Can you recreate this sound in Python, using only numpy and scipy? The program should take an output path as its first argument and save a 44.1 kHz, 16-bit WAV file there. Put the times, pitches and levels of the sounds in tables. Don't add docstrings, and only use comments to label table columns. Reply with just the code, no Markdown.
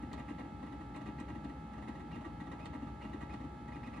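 import sys
import numpy as np
from scipy import signal
from scipy.fft import rfft, irfft
from scipy.io import wavfile

SR = 44100
rng = np.random.default_rng(int(sys.argv[2]) if len(sys.argv) > 2 else 0)


def to_wav(s):
    ch = np.atleast_2d(s).T
    pcm = np.round(np.clip(ch, -1, 1) * 32767)
    wavfile.write(sys.argv[1], SR, pcm.astype(np.int16))


N = 176400

# (start [s], length [s], chirp pitch limit [Hz], arm level [dB], thump level [dB])
SEEK_MOVES = [(0.021, .014, 1900, -5.5, 2.5), (0.112, 0.028, 2800, -4.5, -0.5),
              (0.176, 0.029, 2600, -2.5, -0.5), (0.28, 0.028, 2600, -2, 0), (0.381, 0.028, 2600, -1.5, -1),
              (0.443, .015, 1970, -12, -1), (0.625, .011, 2020, -6, -4), (0.663, .012, 2030, -5, -6),
              (0.721, .012, 2050, -3.5, -4), (0.806, 0.0097, 1920, -5, -6), (0.941, 0.032, 2650, -3, -2),
              (1.009, 0.011, 1980, -2.5, -5), (1.057, 0.03, 2650, -3, -0.5), (1.18, 0.029, 2720, -2.5, 2.5),
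              (1.279, 0.025, 2600, -2.5, -4), (1.348, .012, 1950, -4.5, -1.5), (1.439, .014, 2200, -5, 2),
              (1.491, .011, 2040, -3.5, -1), (1.733, 0.011, 2040, -5.5, -20), (1.778, .012, 2000, -6, -3.5),
              (1.821, .014, 2020, -3.5, -19), (1.872, 0.023, 2600, -3, 1), (1.948, .012, 1980, -5, -13),
              (1.994, .014, 1980, -5.5, -15), (2.109, 0.058, 2820, -3, -5), (2.207, .011, 2000, -7, -18),
              (2.242, .019, 1860, -2.5, -2), (2.399, 0.017, 1925, -3.5, 2.5),
              (2.463, .012, 1950, -5.5, -4.5), (2.513, .019, 2010, -2.5, -1.5),
              (2.591, .072, 2510, -4, -12), (2.729, 0.025, 2050, -2.5, 1), (2.818, .012, 2000, -4, 0),
              (2.869, .012, 2030, -5.5, -20), (3.01, 0.045, 2870, -2.5, 0),
              (3.093, 0.0065, 2000, -3.5, -20), (3.127, 0.018, 1940, -2.5, 2),
              (3.206, 0.023, 2040, -0.5, -1), (3.292, 0.052, 2513, -3, -7), (3.401, .013, 2020, -5.5, 0),
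              (3.436, 0.012, 2000, -8, 0), (3.677, .014, 2050, -3.5, -8.5), (3.718, 0.049, 2480, -4, 0),
              (3.828, 0.053, 2520, -3, -0.5), (3.929, 0.049, 2520, -2, -1.5)]
# (pitch [Hz], width [Hz], level [dB])
ARM_NOTES = [(954.6, 10.2, -6.5), (1165, 18, -11.5), (1599, 18, -14), (1937, 30, -0.5), (2133, 33, -10.5),
             (2470, 34, -12), (2790, 47, -7.5)]
def head_arm():
    chirp, jolts = seek_chirps(), coil_jolts()
    ringing = np.zeros(N)
    for hz, width, db in ARM_NOTES:
        strikes = jolts * SR / (2 * np.pi * width)
        ringing += amp(db) * ring(chirp + strikes, hz, width)
    return (chirp + ringing) * amp([[-1.5], [1.5]]) + arm_rattle()


def seek_chirps():
    floor_hz, coast_hz, settle_s = 2080, 2543, .032
    chirps, shake = np.zeros(N), wander(600)
    for start, length, top_hz, db, _ in SEEK_MOVES:
        t, from_end, coast = seek_motion(length)
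        limit_hz = np.where(t < settle_s, top_hz, coast_hz)
        track_hz = np.clip(2200 * (from_end / .0078) ** .264, floor_hz, limit_hz)
        jitter = (.052 - .04 * coast) * np.roll(shake, -round(start * SR))[:len(t)]
        phase = 2 * np.pi * np.cumsum(track_hz * (1 + jitter)) / SR
        squeak = np.sin(phase) + amp(-18.5) * np.sin(2 * phase)
        level = min(length / .032, 1) * amp(db - 6 * t / length)
        fade = np.minimum(from_end / .0022, 1)
        add(chirps, start, level * fade * squeak)
    return amp(-55.5) * chirps


def seek_motion(length):
    push_s = .0134
    t = np.arange(0, length + .065, 1 / SR)
    from_end = np.maximum(np.minimum(t, length - t), 0)
    return t, from_end, np.clip(2 * (from_end / push_s - 1), 0, 1)


JOLT_INSET_S = .004
def coil_jolts():
    jolts = np.zeros(N)
    for start, length, _, db, _ in SEEK_MOVES:
        swing = min(length / .019, 1) ** 1.1
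        push_delay, brake_delay = .001485 * rng.random(2)
        add(jolts, start + JOLT_INSET_S + push_delay, swing * amp([db - 51]))
        add(jolts, start + length - JOLT_INSET_S + brake_delay, swing * amp([db - 49.5]))
    return signal.sosfilt(signal.butter(4, 2420, "lowpass", fs=SR, output="sos"), jolts)


# (frequency [Hz], level [dB])
RATTLE_COLOUR = [(100, -27), (230, 5), (330, 14), (440, -3), (560, 6), (680, 0.5), (820, 7), (950, -1.5),
                 (1040, 5.5), (1170, 4.5), (1480, -7), (1650, -18), (1920, -6.5), (2280, -11.5),
                 (2500, -9.5), (3100, -15.5), (3900, -13.5), (4800, -30.5), (5800, -23), (6800, -22.5),
                 (8200, -26), (9200, -31.5), (10400, -25.5), (13000, -52), (16000, -72)]
def arm_rattle():
    rise_s, release_s, surge_s = .0026, .013, .0054
    effort = np.zeros(N)
    for start, length, _, db, _ in SEEK_MOVES:
        t, _, coast = seek_motion(length)
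        surge_at = length - JOLT_INSET_S - surge_s
        surge = 1 + amp(db - 1.5) * np.exp(-((t - surge_at) / surge_s) ** 2)
        fade = np.minimum(t / rise_s, 1) * np.exp(-np.maximum(t - length, 0) / release_s)
        add(effort, start, amp(db - 4 * coast) * surge * fade)
    grain = unit(amp(3 * wander(347)))
    return amp(-53) * noise(RATTLE_COLOUR, effort * grain)


# (pitch [Hz], width [Hz], level [dB])
CHASSIS_NOTES = [(228, 9.5, -17), (234, 10, -7), (297.4, 27.5, 6.5), (330.4, 55, 7)]
def chassis_thumps():
    blow_hz, blow_s = 273.3, .011
    push, t = np.zeros(N), np.arange(0, blow_s, 1 / SR)
    swell = np.sin(np.pi * (t / blow_s) ** .87)
    for start, length, _, _, db in SEEK_MOVES:
        hz = blow_hz * (1 + .086 * rng.standard_normal())
        blow = amp(db) * swell * np.sin(2 * np.pi * hz * t)
        add(push, start, amp(-12.5) * blow)
        add(push, start + length - .0025, -blow)
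    ringing = sum(amp(db) * ring(push, hz, width) for hz, width, db in CHASSIS_NOTES)
    return amp(-44.5) * (push + ringing) * amp([[1], [-1]])


# (time [s], snap level [dB], clack level [dB])
TICK_HITS = [(0.1316, 1.5, -4), (0.299, -17, -15), (0.963, -4.5, -11), (1.201, -2, -11),
             (1.446, -20, -10.5), (1.884, -17, -10), (2.6555, -6, -2), (3.338, -15, -6.5)]
# (frequency [Hz], level [dB])
SNAP_COLOUR = [(300, 15), (2500, -7), (4000, 3.5), (5500, -9), (7000, -1.5), (8300, 3.5), (9500, -11),
               (12000, -21), (16000, -50)]
HISS_COLOUR = [(6000, -32), (10000, -3), (15500, -3)]
CLACK_COLOUR = [(200, -5), (700, 14), (1150, 15), (1500, 1), (2400, 3), (4200, -4.5), (5500, -10.5),
                (8500, -12), (13000, -44)]
def ticks():
    snap_s, tail_s, hiss_s, clack_s = .0014, .0027, .0044, .0046
    snap, hiss, clack = np.zeros((3, N))
    t = np.arange(0, .06, 1 / SR)
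    for start, snap_db, clack_db in TICK_HITS:
        add(snap, start, amp(snap_db) * (np.exp(-t / snap_s) + amp(-19) * np.exp(-t / tail_s)))
        add(hiss, start, amp(4.5 * snap_db) * np.exp(-t / hiss_s))
        add(clack, start, amp(clack_db) * np.sqrt(2 * np.e * t / clack_s) * np.exp(-t / clack_s))
    return (amp(-46.5) * noise(SNAP_COLOUR, snap)
            + amp(-75) * noise(HISS_COLOUR, hiss)
            + amp(-46) * noise(CLACK_COLOUR, clack))


# (multiple of the spin rate, left level [dB], right level [dB])
WHINE_TONES = [(1, -60.5, -60), (6, -72.5, -96), (12, -56, -61), (13, -75, -63), (17, -67, -80),
               (18, -67.5, -76), (19, -72.5, -59), (24, -85.5, -70), (25, -87, -79), (29, -85, -74),
               (31, -71, -83), (37, -78.5, -77), (44, -94, -83), (49, -86, -94), (64, -89, -86)]
def spindle_whine():
    spin_hz = 69.75 * (1 + .0004 * wander(1.2))
    turns = np.cumsum(spin_hz) / SR
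    whine = np.zeros((2, N))
    for multiple, left_db, right_db in WHINE_TONES:
        side_shift = rng.choice([-1, 1]) * np.array([[.05], [-.05]])
        cycles = multiple * turns + rng.random() + side_shift
        whine += amp([[left_db], [right_db]]) * np.sin(2 * np.pi * cycles)
    return np.sqrt(2) * whine


def mains_hum(hz=60):
    return amp(-56.5) * np.sqrt(2) * np.sin(2 * np.pi * hz * np.arange(N) / SR)


# (frequency [Hz], level [dB])
AIR_COLOUR = [(20, -33), (35, -22.5), (50, -15), (65, -1), (100, -3.5), (160, -1), (188, -4), (225, -4),
              (310, -5), (380, -13), (460, -20), (560, -20), (660, -18.5), (850, -24), (1050, -24),
              (1250, -26), (1480, -29.5), (1750, -25.5), (2100, -33), (2350, -35), (2800, -35.5),
              (3600, -36.5), (4500, -41.5), (5500, -46), (7500, -46), (8800, -51.5), (10600, -50.5),
              (13000, -71), (16000, -66)]
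# (pitch [Hz], width [Hz], left level [dB], right level [dB])
AIR_NOTES = [(213.04, 10.3, -58, -58.5), (239.5, 18, -61, -61.5), (287.5, 4.6, -62.5, -63),
             (521.5, 31, -71, -71.5), (791.2, 24, -80, -63.5), (937, 12, -75.5, -83),
             (7700, 82, -100, -103), (10700, 43, -100.5, -115)]
def air_rumble():
    air = amp(-48.5) * noise(AIR_COLOUR)
    for hz, width, left_db, right_db in AIR_NOTES:
        hum = ring(rng.standard_normal(N), hz, width)
        air += amp([[left_db], [right_db]]) * unit(ring(hum, hz, width))
    return air


# (frequency [Hz], time to fade by 60 dB [s])
ECHO_TIMES = [(200, 0.7), (1000, 0.094), (3000, 0.23), (10000, 0.071)]
def room_echo(sound):
    hiss = noise([(20, 0), (20000, 0)])[:, :SR // 2]
    hz, t, spectrum = signal.stft(hiss, SR, nperseg=256)
    fade = amp(-60 * t / look_up(ECHO_TIMES, hz)[:, None])
    _, tail = signal.istft(spectrum * fade, SR, nperseg=256)
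    return signal.fftconvolve(sound, tail / np.linalg.norm(tail[0]), axes=1)[:, :N]


# (frequency [Hz], likeness [1 or more = same, 0 = unrelated])
SIDE_LIKENESS = [(40, 1.5), (300, 0.9), (500, 0.53), (1000, 0.21), (2000, .5), (4000, 0.46), (8000, -0.44),
                 (12000, 1)]
# (frequency [Hz], left minus right [dB])
SIDE_BALANCE = [(60, 5), (150, -0.5), (300, 0), (500, 4), (750, 5), (950, 0.5), (1200, -4), (1700, -1.5),
                (2200, 0.5), (3400, -5), (4500, -2), (7000, -2.5), (12000, 1)]
def noise(colour, level=1):
    hz = np.fft.rfftfreq(N, 1 / SR)
    left, unrelated = rfft(level * rng.standard_normal((2, N)))
    likeness = np.clip(look_up(SIDE_LIKENESS, hz), -1, 1)
    right = likeness * left + np.sqrt(1 - likeness ** 2) * unrelated
    lean = amp(look_up(SIDE_BALANCE, hz) / 2)
    return irfft(np.array([left * lean, right / lean]) * unit(amp(look_up(colour, hz))), N)


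def ring(sound, hz, width):
    decay = np.exp(-np.pi * width / SR)
    return 2 * signal.lfilter([1 - decay], [1, -decay * np.exp(2j * np.pi * hz / SR)], sound).imag


def wander(hz):
    keep_slow = np.exp(-(np.fft.rfftfreq(N, 1 / SR) / hz) ** 2)
    return unit(irfft(rfft(rng.standard_normal(N)) * keep_slow, N))


def amp(db):
    return 10 ** (np.asarray(db) / 20)


def unit(x):
    return x / np.sqrt(np.mean(x ** 2) + 1e-20)


def look_up(table, hz):
    row_hz, values = np.transpose(table)
    return np.interp(np.log(hz + 1), np.log(row_hz + 1), values)


def add(mix, start_s, sound):
    part = mix[max(round(start_s * SR), 0):][:len(sound)]
    part += sound[:len(part)]


def scene():
    chatter = head_arm() + ticks()
    drive = chatter + amp(-3.5) * room_echo(chatter) + chassis_thumps()
    return drive + spindle_whine() + mains_hum() + air_rumble()


def record(dry):
    lowpass = signal.firwin(511, cutoff=15750, window=("kaiser", 9), fs=SR)
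    return signal.oaconvolve(dry, lowpass[None], "same")


dry = scene()
out = record(dry)
to_wav(out)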